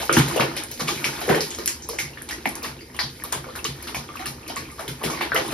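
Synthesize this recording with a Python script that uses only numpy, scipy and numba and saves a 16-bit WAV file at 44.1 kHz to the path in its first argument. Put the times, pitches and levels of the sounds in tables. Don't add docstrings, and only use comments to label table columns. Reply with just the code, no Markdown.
import sys
import numpy as np
from scipy import signal
from scipy.fft import rfft, irfft, next_fast_len
from scipy.io import wavfile
from numba import njit

SR = 44100
rng = np.random.default_rng(int(sys.argv[2]) if len(sys.argv) > 2 else 0)


def unload_audio(sound):
    columns = np.transpose(np.atleast_2d(sound))
    steps = np.round(np.clip(columns, -1, 1) * 32767)
    wavfile.write(sys.argv[1], SR, steps.astype(np.int16))


N = 243990
TIME = np.arange(N) / SR
FAST = next_fast_len(N)
SPOTS = 3
FADE_S = 0.22


def undb(db):
    return 10 ** (np.asarray(db) / 20)


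def unit(x):
    return x / np.sqrt(np.mean(x ** 2))


def along(table, size):
    hz, value = np.transpose(table)
    return np.interp(np.log(np.fft.rfftfreq(size, 1 / SR) + 1), np.log(hz), value)


def coloured(x, table):
    spectrum = rfft(x, FAST) * undb(along(table, FAST))
    return unit(irfft(spectrum, FAST)[:N])


@njit
def ring(start, hz, cycles, size, glide):
    out = np.zeros(N)
    for k in range(len(start)):
        span = cycles[k] * SR / hz[k]
        phase = 0.
        for i in range(min(int(2 * span), N - start[k])):
            phase += min(2 * np.pi * hz[k] * (1 + glide * i / span) / SR, 2.8)
            swell = np.sin(min(phase / 6, np.pi / 2)) ** 2
            out[start[k] + i] += size[k] * swell * np.exp(-3 * i / span) * np.sin(phase)
    return out


def swarm(per_s, lo_hz, hi_hz, cycles, scatter_db, glide):
    when, pitch, rank, length = rng.random((int(per_s * N / SR), 4)).T
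    start = (when * N).astype(np.int64)
    hz = lo_hz * (hi_hz / lo_hz) ** pitch
    size = undb(-scatter_db * np.log(1 - .99 * rank))
    return unit(ring(start, hz, cycles * (.5 + length), size, glide))


def burst(s, hz, db, t60_s, cycles, spread, scatter_db, count, glide=0.067, rise_s=1e-4):
    u = rng.standard_normal((len(s), count, 3))
    jitter = np.tanh(u[..., 0]) ** 2 * (count > 1)
    late = .5 * t60_s * (np.arange(count) + jitter) / count
    level_db = db[:, None] + scatter_db * np.clip(u[..., 1], -2, 2) - 60 * late / t60_s
    size = undb(level_db) * np.tanh((late + 0.0029) / rise_s)
    pitch = np.clip(hz[:, None] * np.exp(spread * u[..., 2]), 100, 15000)
    start = ((s[:, None] + late) * SR).astype(np.int64)
    spots = []
    for k in range(SPOTS):
        here = slice(k, None, SPOTS)
        spot_hz = pitch[here].ravel()
        lengths = np.full(spot_hz.size, cycles)
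        spots.append(ring(start[here].ravel(), spot_hz, lengths, size[here].ravel(), glide))
    return np.array(spots)


def stir(s, db, rise_s, t60_s):
    power, t = np.zeros(N + SR), TIME[:SR // 2]
    shape = (1 - np.exp(-t / rise_s)) ** 2 * np.exp(-2 * np.log(1000) * t / t60_s)
    for start, level in zip((s * SR).astype(int), undb(db)):
        power[start:start + len(t)] += level ** 2 * shape
    return np.sqrt(power[:N])


# (frequency [Hz], relative level per Hz [dB])
HUM_SPECTRUM = [(25, -5), (45, 1.5), (72, 13.5), (100, 2), (135, 4.5), (190, -4.5), (218, -2.5), (242, 9),
                (268, 1), (320, 1.5), (380, -3.5), (525, -4), (620, -27), (900, -76), (2000, -60)]
HUM_DB = -44


def hum():
    return undb(HUM_DB) * coloured(rng.standard_normal(N), HUM_SPECTRUM)


# (frequency [Hz], likeness [0-1])
ECHO_LIKENESS = [(150, 0.52), (300, 0.81), (600, 0.0051), (3000, 0.0078), (5500, 0.057), (7500, 1),
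                 (10000, 0.73), (16000, 1)]
ROOM_T60_S, ROOM_TREBLE_T60_S = 0.15, 0.2
ROOM_GAP_S, ROOM_DB = 0.0007, 1.5


def echoes(size):
    t = TIME[:int(.4 * SR)]
    noise = rng.standard_normal((3, len(t)))
    dull = signal.sosfilt(signal.butter(2, 4000, fs=SR, output="sos"), noise)
    fade = np.exp(-np.log(1000) * t / ROOM_T60_S)
    treble_fade = np.exp(-np.log(1000) * t / ROOM_TREBLE_T60_S)
    grow = 1 - np.exp(-(t / ROOM_GAP_S) ** 2)
    tail = (dull * fade + (noise - dull) * treble_fade) * grow
    tails = rfft(tail * undb(ROOM_DB) / np.sqrt(np.sum(fade ** 2)), size)
    like = np.clip(along(ECHO_LIKENESS, size), 0, 1)
    return np.sqrt(like) * tails[0] + np.sqrt(1 - like) * tails[1:]


AFTERWASH_DB, AFTERSPRAY_DB, AFTERWASH_RISE_S, AFTERWASH_S = -12, -8.5, 0.018, 0.27
LAP_GULP_DB = -2
# (time [s], bubble level [dB], spray level [dB])
LAPPING_LEVELS = [(0.0, -26, -27.5), (0.08, -46, -39.5), (0.31, -32, -34.5), (0.6, -38.5, -45.5),
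                  (0.76, -54, -42), (0.98, -40, -34), (1.26, -34, -37.5), (1.499, -45.5, -39.5),
                  (1.86, -49.5, -49), (2.15, -50, -49), (2.54, -42.5, -47.5), (2.82, -53, -51),
                  (3.15, -52, -45.5), (3.5, -46.5, -47), (3.8, -46, -45.5), (4.001, -47.5, -48.5),
                  (4.4, -48, -49), (4.6, -41.5, -48), (4.73, -50.5, -45.5), (4.98, -47.5, -47),
                  (5.1, -36.5, -36), (5.19, -34, -43), (5.301, -47, -47), (5.53, -31.5, -36.5)]


def lapping():
    when, bubbles_db, _ = np.transpose(LAPPING_LEVELS)
    s, churn_db = np.transpose(SLAP_EVENTS)[[0, 5]]
    between = undb(np.interp(TIME, when, bubbles_db))
    after = stir(s, churn_db + AFTERWASH_DB, AFTERWASH_RISE_S, AFTERWASH_S)
    large = undb(LAP_GULP_DB) * swarm(300, 266.5, 613.0, 2.4, 0.65, 0.26)
    small = swarm(1500, 726.0, 4830.0, 6.2, 4.0, 0.15)
    return np.hypot(between, after) * (large + small)


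# (frequency [Hz], relative level per Hz [dB])
SPRAY_SPECTRUM = [(600, -24), (2000, 6), (3200, -4), (5000, -1), (7500, -3), (11000, -2.5), (14000, -4),
                  (15600, -9), (17000, 0)]


def spray():
    when, _, spray_db = np.transpose(LAPPING_LEVELS)
    s, thrown_db = np.transpose(SLAP_EVENTS)[[0, 8]]
    between = undb(np.interp(TIME, when, spray_db))
    after = stir(s, thrown_db + AFTERSPRAY_DB, AFTERWASH_RISE_S, AFTERWASH_S)
    thrown = stir(s, thrown_db, 0.00022, 0.57 * FADE_S)
    crackle = 0.75 * swarm(700, 2980.0, 13300.0, 1.73, 4.3, 0.24)
    drops = rng.standard_normal(N) + crackle
    hiss = coloured(drops, [(20, -60)] + list(SPRAY_SPECTRUM))
    return hiss * np.hypot(thrown, np.hypot(between, after))


UPPER_FROM_HZ = 150
SLAM_DB, SLAM_LAG_S, RUMBLE_DB = 28, 0.00994, -6.5
# (frequency [Hz], width [Hz], relative level [dB])
BASIN_MODES = [(70, 27, -11), (136.6, 12.6, 4.5), (158.6, 18.5, 0), (239, 31, -5)]
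# (time [s], relative level [dB], lift of the upper modes [dB])
WALL_SURGES = [(0.077, -30.5, 2), (0.155, -10, 0), (0.384, -22.5, 2.5), (0.544, -36.5, -5),
               (0.801, -28.5, 3), (0.945, -36, 2.5), (1.045, -28.5, -6), (1.283, -23.5, 7.5),
               (1.614, -38.5, 2), (2.01, -32, -3), (2.46, -44, 8), (2.65, -36.5, 0), (3.02, -30.5, -8),
               (3.348, -31, -4), (3.67, -29, -4), (3.95, -30, -2), (4.26, -31.5, -4), (4.56, -36.5, 1),
               (4.872, -28.5, -3), (5.04, -28, 6), (5.29, -34, -3), (5.37, -36, 3), (5.451, -35, 1)]


def basin():
    s, db, lift_db = np.transpose(WALL_SURGES)
    hz, noise = np.fft.rfftfreq(FAST, 1 / SR), rng.standard_normal(N)
    slam_at = ((s + SLAM_LAG_S) * SR).astype(int)
    boom, response = 0, 0
    for mode_hz, width_hz, gain_db in BASIN_MODES:
        mode = undb(gain_db) / (1 + 2j * (hz - mode_hz) / width_hz) ** 2
        blow_db = db + lift_db * (mode_hz > UPPER_FROM_HZ)
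        push = noise * stir(s, blow_db + RUMBLE_DB, 0.0166, 0.41)
        push[slam_at] += undb(blow_db + SLAM_DB)
        boom = boom + rfft(push, FAST) * mode
        response = response + mode
    return irfft(boom, FAST)[:N] / np.sqrt(np.mean(np.abs(response) ** 2))


TICK_SHARD_DB = 2.5
TICK_ECHO_DB = -4
# (time [s], relative level [dB], frequency [Hz])
RIM_TICKS = [(0.055, -2, 9400), (0.127, 5, 7500), (0.189, 7, 8400), (0.5651, -9, 9500), (0.637, -5, 8600),
             (0.715, -3, 12600), (1.206, -3, 12500), (1.273, -3, 12000), (1.4074, -3, 6760),
             (1.548, -4, 6940), (1.5855, -6, 10000), (1.6591, 1, 10000), (1.6771, 9, 7060),
             (1.8885, 4, 11500), (1.9848, -2, 6900), (2.221, -12, 11000), (2.29, -10, 10000),
             (2.49, -3, 11200), (2.5537, -10, 6200), (2.5552, -4.5, 10900), (2.629, -3, 11000),
             (2.966, -11, 8900), (3.238, -0.5, 10400), (3.3251, 3, 9100), (3.561, -5, 11600),
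             (3.644, 1, 7000), (3.826, -5, 9500), (3.946, -6, 9100), (4.258, 0, 8900), (4.479, -10, 12100),
             (4.56, 0, 8700), (5.032, -5, 10000), (5.346, 2.5, 12000), (5.479, -3.5, 9800)]


def ticks():
    s, db, hz = np.transpose(RIM_TICKS)
    return burst(s, hz, db + TICK_SHARD_DB, 0.006, 4.0, 0.15, 3.6, count=4)


# (time [s], frequency [Hz], relative level [dB], decay by 26 dB [cycles])
SINGLE_BUBBLES = [(0.113, 1450, -18, 7.2), (0.123, 1380, -15, 14), (0.141, 1400, -20, 7.2),
                  (0.166, 338, -6, 4.2), (0.281, 1450, -17, 6), (0.31, 1020, -17.5, 15),
                  (0.339, 710, -17, 5), (0.372, 543, -8, 12), (0.377, 2780, -13, 11), (0.42, 566, -19, 14),
                  (0.44, 695, -22, 6.6), (0.806, 1010, -21, 8.9), (0.811, 477, -18.5, 9.8),
                  (0.888, 1160, -12, 9.4), (0.919, 330, -27, 16), (0.976, 2190, -18, 8.7),
                  (1.009, 1810, -30, 8), (1.292, 356, -8, 6.3), (1.296, 730, -9, 16), (1.303, 340, -9, 6),
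                  (1.316, 640, -11, 6), (1.309, 448, -6, 8.2), (1.325, 940, -9, 7.3), (1.339, 446, -9, 4.4),
                  (1.341, 1480, -16, 11), (1.362, 385, -13, 5.5), (1.378, 750, -14, 8),
                  (1.415, 430, -13.5, 4.3), (1.727, 4900, -17, 10), (2.03, 2210, -22, 15),
                  (2.052, 2050, -21, 12), (2.075, 2120, -25, 15), (2.134, 2690, -27.5, 9.6),
                  (2.216, 1650, -22, 8.1), (2.324, 1880, -22, 38), (2.457, 770, -9, 7.6),
                  (2.46, 260, -15.5, 5.6), (2.459, 420, -22, 3.7), (2.622, 2310, -24, 8.7),
                  (2.791, 2680, -31, 12), (2.806, 4760, -36, 53), (2.816, 4730, -34, 72),
                  (2.9, 1900, -30, 6.6), (2.913, 5050, -41, 36), (2.965, 3060, -22, 7.4),
                  (3.222, 1720, -22, 8), (3.327, 1600, -15, 8), (3.332, 974, -17.5, 12),
                  (3.466, 514, -24, 7.2), (3.481, 495, -26, 7.7), (3.488, 1070, -28, 8.8),
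                  (3.496, 1250, -29, 8), (3.495, 486, -30, 11), (3.562, 1060, -27, 8),
                  (3.574, 404, -26, 4.5), (3.59, 2630, -26, 27), (3.65, 1120, -17, 10),
                  (3.656, 2920, -15.5, 22), (3.805, 1880, -26, 5.6), (3.856, 1770, -27, 8),
                  (3.883, 2830, -21, 11), (4.082, 3290, -33, 27), (4.089, 2200, -19, 4),
                  (4.101, 1190, -27, 12), (4.14, 1400, -23, 6), (4.171, 2500, -18, 7.3),
                  (4.196, 731, -26.5, 39), (4.223, 1300, -19, 6.3), (4.228, 760, -28, 17),
                  (4.258, 1700, -18, 7.2), (4.263, 1210, -23, 12), (4.256, 2800, -19, 10),
                  (4.41, 2040, -32, 8), (4.431, 2500, -28, 8.7), (4.466, 2510, -26, 8),
                  (4.564, 1065, -20.5, 14), (4.574, 1080, -23, 12), (4.653, 2350, -25.5, 12),
                  (4.701, 2100, -24.5, 7.8), (4.719, 1170, -36, 18), (4.783, 1080, -28, 8.8),
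                  (4.797, 1780, -30, 9), (4.851, 450, -20, 4.1), (4.996, 1600, -34, 8),
                  (5.038, 700, -9, 4.2), (5.058, 500, -27, 4.7), (5.076, 1280, -17, 8),
                  (5.135, 1088, -23.5, 27), (5.176, 2010, -16, 8), (5.211, 970, -6, 4.5),
                  (5.225, 2270, -17.5, 30), (5.351, 1280, -8.5, 13), (5.342, 460, -15, 6.9),
                  (5.358, 1960, -8.5, 17), (5.362, 2930, -6.5, 13), (5.377, 490, -12.5, 7.5)]


def drips():
    s, hz, db, cycles = np.transpose(SINGLE_BUBBLES)
    return ring((s * SR).astype(np.int64), hz, cycles, undb(db), 0.067)


CLUSTER_RISE_S = 0.0044
CHURN_TOP_HZ = 2640


def bubbles():
    s, _, pop_hz, gulp_hz, gulp_db, churn_db, fizz_hz, fizz_db, _ = np.transpose(SLAP_EVENTS)
    churn_hz = np.minimum(pop_hz, CHURN_TOP_HZ)
    t60_s, rise_s = 1.1 * FADE_S, CLUSTER_RISE_S
    gulps = burst(s, gulp_hz, gulp_db, t60_s, 6.0, 0.15, 2.8, count=16, rise_s=rise_s)
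    churn = burst(s, churn_hz, churn_db, t60_s, 6.67, 0.4185, 3.2, count=70, rise_s=rise_s)
    fizz = burst(s, fizz_hz, fizz_db, t60_s, 9.3, 0.13, 2.5, count=70, rise_s=rise_s)
    return gulps + churn + fizz


POP_GLIDE = -0.069
PLOP_OVER_GULP_DB = 0.5
PLOP_FOLLOWS_POP = 0.23
CRACK_DB, CRACK_T60_S = -5.5, 0.0084
# (time [s], pop level [dB], pop frequency [Hz], gulp frequency [Hz], gulp level [dB],
# churn level [dB], fizz frequency [Hz], fizz level [dB], spray level [dB]); levels are relative
SLAP_EVENTS = [(0.094, 3.5, 1310, 444, -9.5, -43, 2800, -15, -37),
               (0.129, -5, 5600, 485, -11, -13.5, 5770, -9.5, -19),
               (0.164, -17, 1660, 333, -13, -9.5, 3240, -11.5, -21),
               (0.169, 2.5, 1720, 299, -14, -11.5, 3110, -13, -18.5),
               (0.279, -32, 1650, 460, -44, -35, 3210, -44, -24),
               (0.36, -16, 1050, 512, -6, -19, 3180, -22, -27),
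               (0.397, -0.5, 1170, 507, -21, -13, 4800, -18, -22),
               (0.407, 0, 2430, 510, -13, -15, 3170, -33, -36),
               (0.566, -15, 2240, 497, -29, -22.5, 3320, -23.5, -24),
               (0.71, -49, 6140, 470, -27, -32, 6050, -26.5, -36),
               (0.795, -31, 1177, 490, -24, -18.5, 4000, -23, -24.5),
               (0.874, -30, 1300, 305, -26, -23, 3330, -17.5, -26),
               (0.882, -5, 2390, 437, -24, -19.5, 5500, -17.5, -23),
               (0.905, -22, 2040, 350, -20, -47, 3850, -27, -34),
               (1.043, 1, 2410, 280, -49, -15, 5550, -15, -22),
               (1.214, -17, 1370, 684, -20.5, -43, 3540, -27, -28),
               (1.278, -18, 990, 477, -8, -22, 4790, -38, -33),
               (1.29, -6, 1784, 458, -3.5, -10, 3000, -26, -22.5),
               (1.346, -3.5, 1900, 440, -8, -14.5, 3800, -26, -25),
               (1.407, 1, 5140, 322, -23, -44, 5000, -19, -24),
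               (1.506, -6, 7000, 300, -39, -27, 3320, -28, -39),
               (1.585, -19.5, 1200, 460, -22, -28, 4600, -27.5, -32),
               (1.659, -40, 6000, 345, -43, -50, 11000, -14, -33),
               (1.676, -9.5, 2640, 340, -37, -22, 5400, -21, -31),
               (1.823, -15, 6270, 272, -48, -56, 6200, -25.5, -52),
               (1.89, -15.5, 1020, 476, -20.5, -46, 5200, -24, -31.5),
               (1.929, -33, 910, 540, -27.5, -28, 5940, -28, -34.5),
               (1.988, -2, 2170, 716, -35, -23.5, 5140, -17.5, -21),
               (2.173, -17.5, 1800, 283, -52, -36, 3470, -34.5, -60),
               (2.287, -33, 3020, 885, -27, -31, 2830, -26, -33),
               (2.309, -12, 1880, 285, -41, -27.5, 5500, -23.5, -29.5),
               (2.456, 1, 2140, 740, -27, -23.5, 5150, -28, -29),
               (2.458, -9.5, 730, 258, -26, -35, 3020, -43, -53),
               (2.553, -36, 1000, 266, -31, -32.5, 6130, -44, -37),
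               (2.631, -20, 5700, 456, -31, -18.5, 5670, -43, -32.5),
               (2.644, -16, 1090, 497, -36, -29.5, 4900, -31, -26),
               (2.809, -26, 2150, 422, -35, -58, 4800, -45, -43),
               (2.945, -25, 1090, 304, -48, -35, 2870, -33, -38.5),
               (2.99, -2.5, 1930, 1020, -17.5, -20.5, 4370, -10, -26.5),
               (3.2, -22.5, 2170, 270, -43, -43, 4170, -49, -50),
               (3.239, -21, 1160, 300, -61, -28.5, 3600, -29.5, -35),
               (3.321, -34, 1277, 484, -25, -21, 3260, -22.5, -23.5),
               (3.442, -19.5, 1340, 333, -44, -34, 3050, -51, -58),
               (3.488, -27, 1160, 465, -37, -48, 3440, -41, -61),
               (3.553, -16.5, 1500, 473, -44, -27, 4830, -51, -30.5),
               (3.646, -19, 1950, 440, -27, -28, 4030, -18.5, -24.5),
               (3.824, -35, 5070, 540, -36, -40, 5230, -29, -37.5),
               (3.871, -18, 1390, 267, -33, -27, 4020, -27.5, -30),
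               (3.946, -8, 2500, 860, -16, -22, 5030, -20.5, -25.5),
               (4.09, -20.5, 1210, 482, -45, -41, 3140, -45, -57),
               (4.155, -16, 1180, 332, -58, -37, 2910, -40, -36.5),
               (4.194, -19, 2020, 745, -41, -23.5, 3000, -44, -33.5),
               (4.258, -31, 1180, 290, -32, -28, 4100, -26, -24),
               (4.478, -27, 2350, 280, -36, -29, 5300, -25.5, -33),
               (4.498, -16, 2920, 657, -23, -32, 3530, -30, -39),
               (4.566, -11, 2140, 444, -35, -25.5, 5000, -24, -28.5),
               (4.792, -17, 1270, 700, -22, -25, 5070, -40, -32),
               (4.879, -10.5, 3360, 404, -26.5, -26, 3650, -38, -27.5),
               (5.013, -34, 1220, 575, -26, -23.5, 3280, -46, -60),
               (5.037, -8, 2750, 420, -18, -21, 3170, -23, -22),
               (5.099, -10.5, 1120, 930, -27, -24.5, 5400, -22, -29),
               (5.209, -5, 2080, 700, -18.5, -15, 3730, -18.5, -27.5),
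               (5.319, -1, 1520, 464, -44, -27, 3440, -26, -44),
               (5.344, -26, 1206, 447, -11.5, -15.5, 5050, -19.5, -27),
               (5.362, -4, 2030, 510, -23, -13, 2950, -24, -22),
               (5.521, -16, 1350, 527, -26, -22, 4050, -37, -28)]


def pops():
    s, pop_db, pop_hz, gulp_hz, gulp_db = np.transpose(SLAP_EVENTS)[:5]
    start_hz = pop_hz * (1 - POP_GLIDE / 4)
    plop_db = gulp_db + PLOP_OVER_GULP_DB + PLOP_FOLLOWS_POP * (pop_db - gulp_db)
    small = burst(s, start_hz, pop_db, FADE_S, 6.0, 0.0098, 1.0, count=1, glide=POP_GLIDE)
    large = burst(s, gulp_hz, plop_db, FADE_S, 5.5, 0.0082, 0.65, count=1)
    crack = burst(s, pop_hz, pop_db + CRACK_DB, CRACK_T60_S, 1.8, 0.56, 2.7, count=4)
    return small + large + crack


SPOT_BALANCE_DB = [0, 0, 4.5]
# (frequency [Hz], left leads by [rad])
STEREO_PHASE = [(300, 0), (5200, .7), (7000, 3.0), (8400, 3.25), (10300, 6.2), (12000, 6.4), (13200, 9.3),
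                (16000, 9.5)]


def scene():
    size = next_fast_len(N + SR // 2)
    surface, under = pops(), bubbles()
    under[0] += lapping() + spray()
    surface[1] += drips()
    heard = rfft(hum() + basin(), size)
    for near, far, rim, pan_db in zip(surface, under, ticks(), SPOT_BALANCE_DB):
        side = undb(np.array([[pan_db], [-pan_db]]) / 2)
        direct = side * rfft(near + far + rim, size)
        to_tiles = undb(0.5) * near + far + undb(TICK_ECHO_DB) * rim
        reflected = rfft(to_tiles, size) * echoes(size)
        heard = heard + (direct + reflected) * undb(-3.5)
    turn = np.exp(.5j * along(STEREO_PHASE, size))
    return irfft(heard * np.array([turn, 1 / turn]), size)[:, :N]


def record(dry):
    thin = signal.sosfilt(signal.butter(2, 48., "high", fs=SR, output="sos"), dry)
    return signal.sosfilt(signal.ellip(10, .2, 70, 16000, fs=SR, output="sos"), thin)


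dry = scene()
out = record(dry)
unload_audio(out)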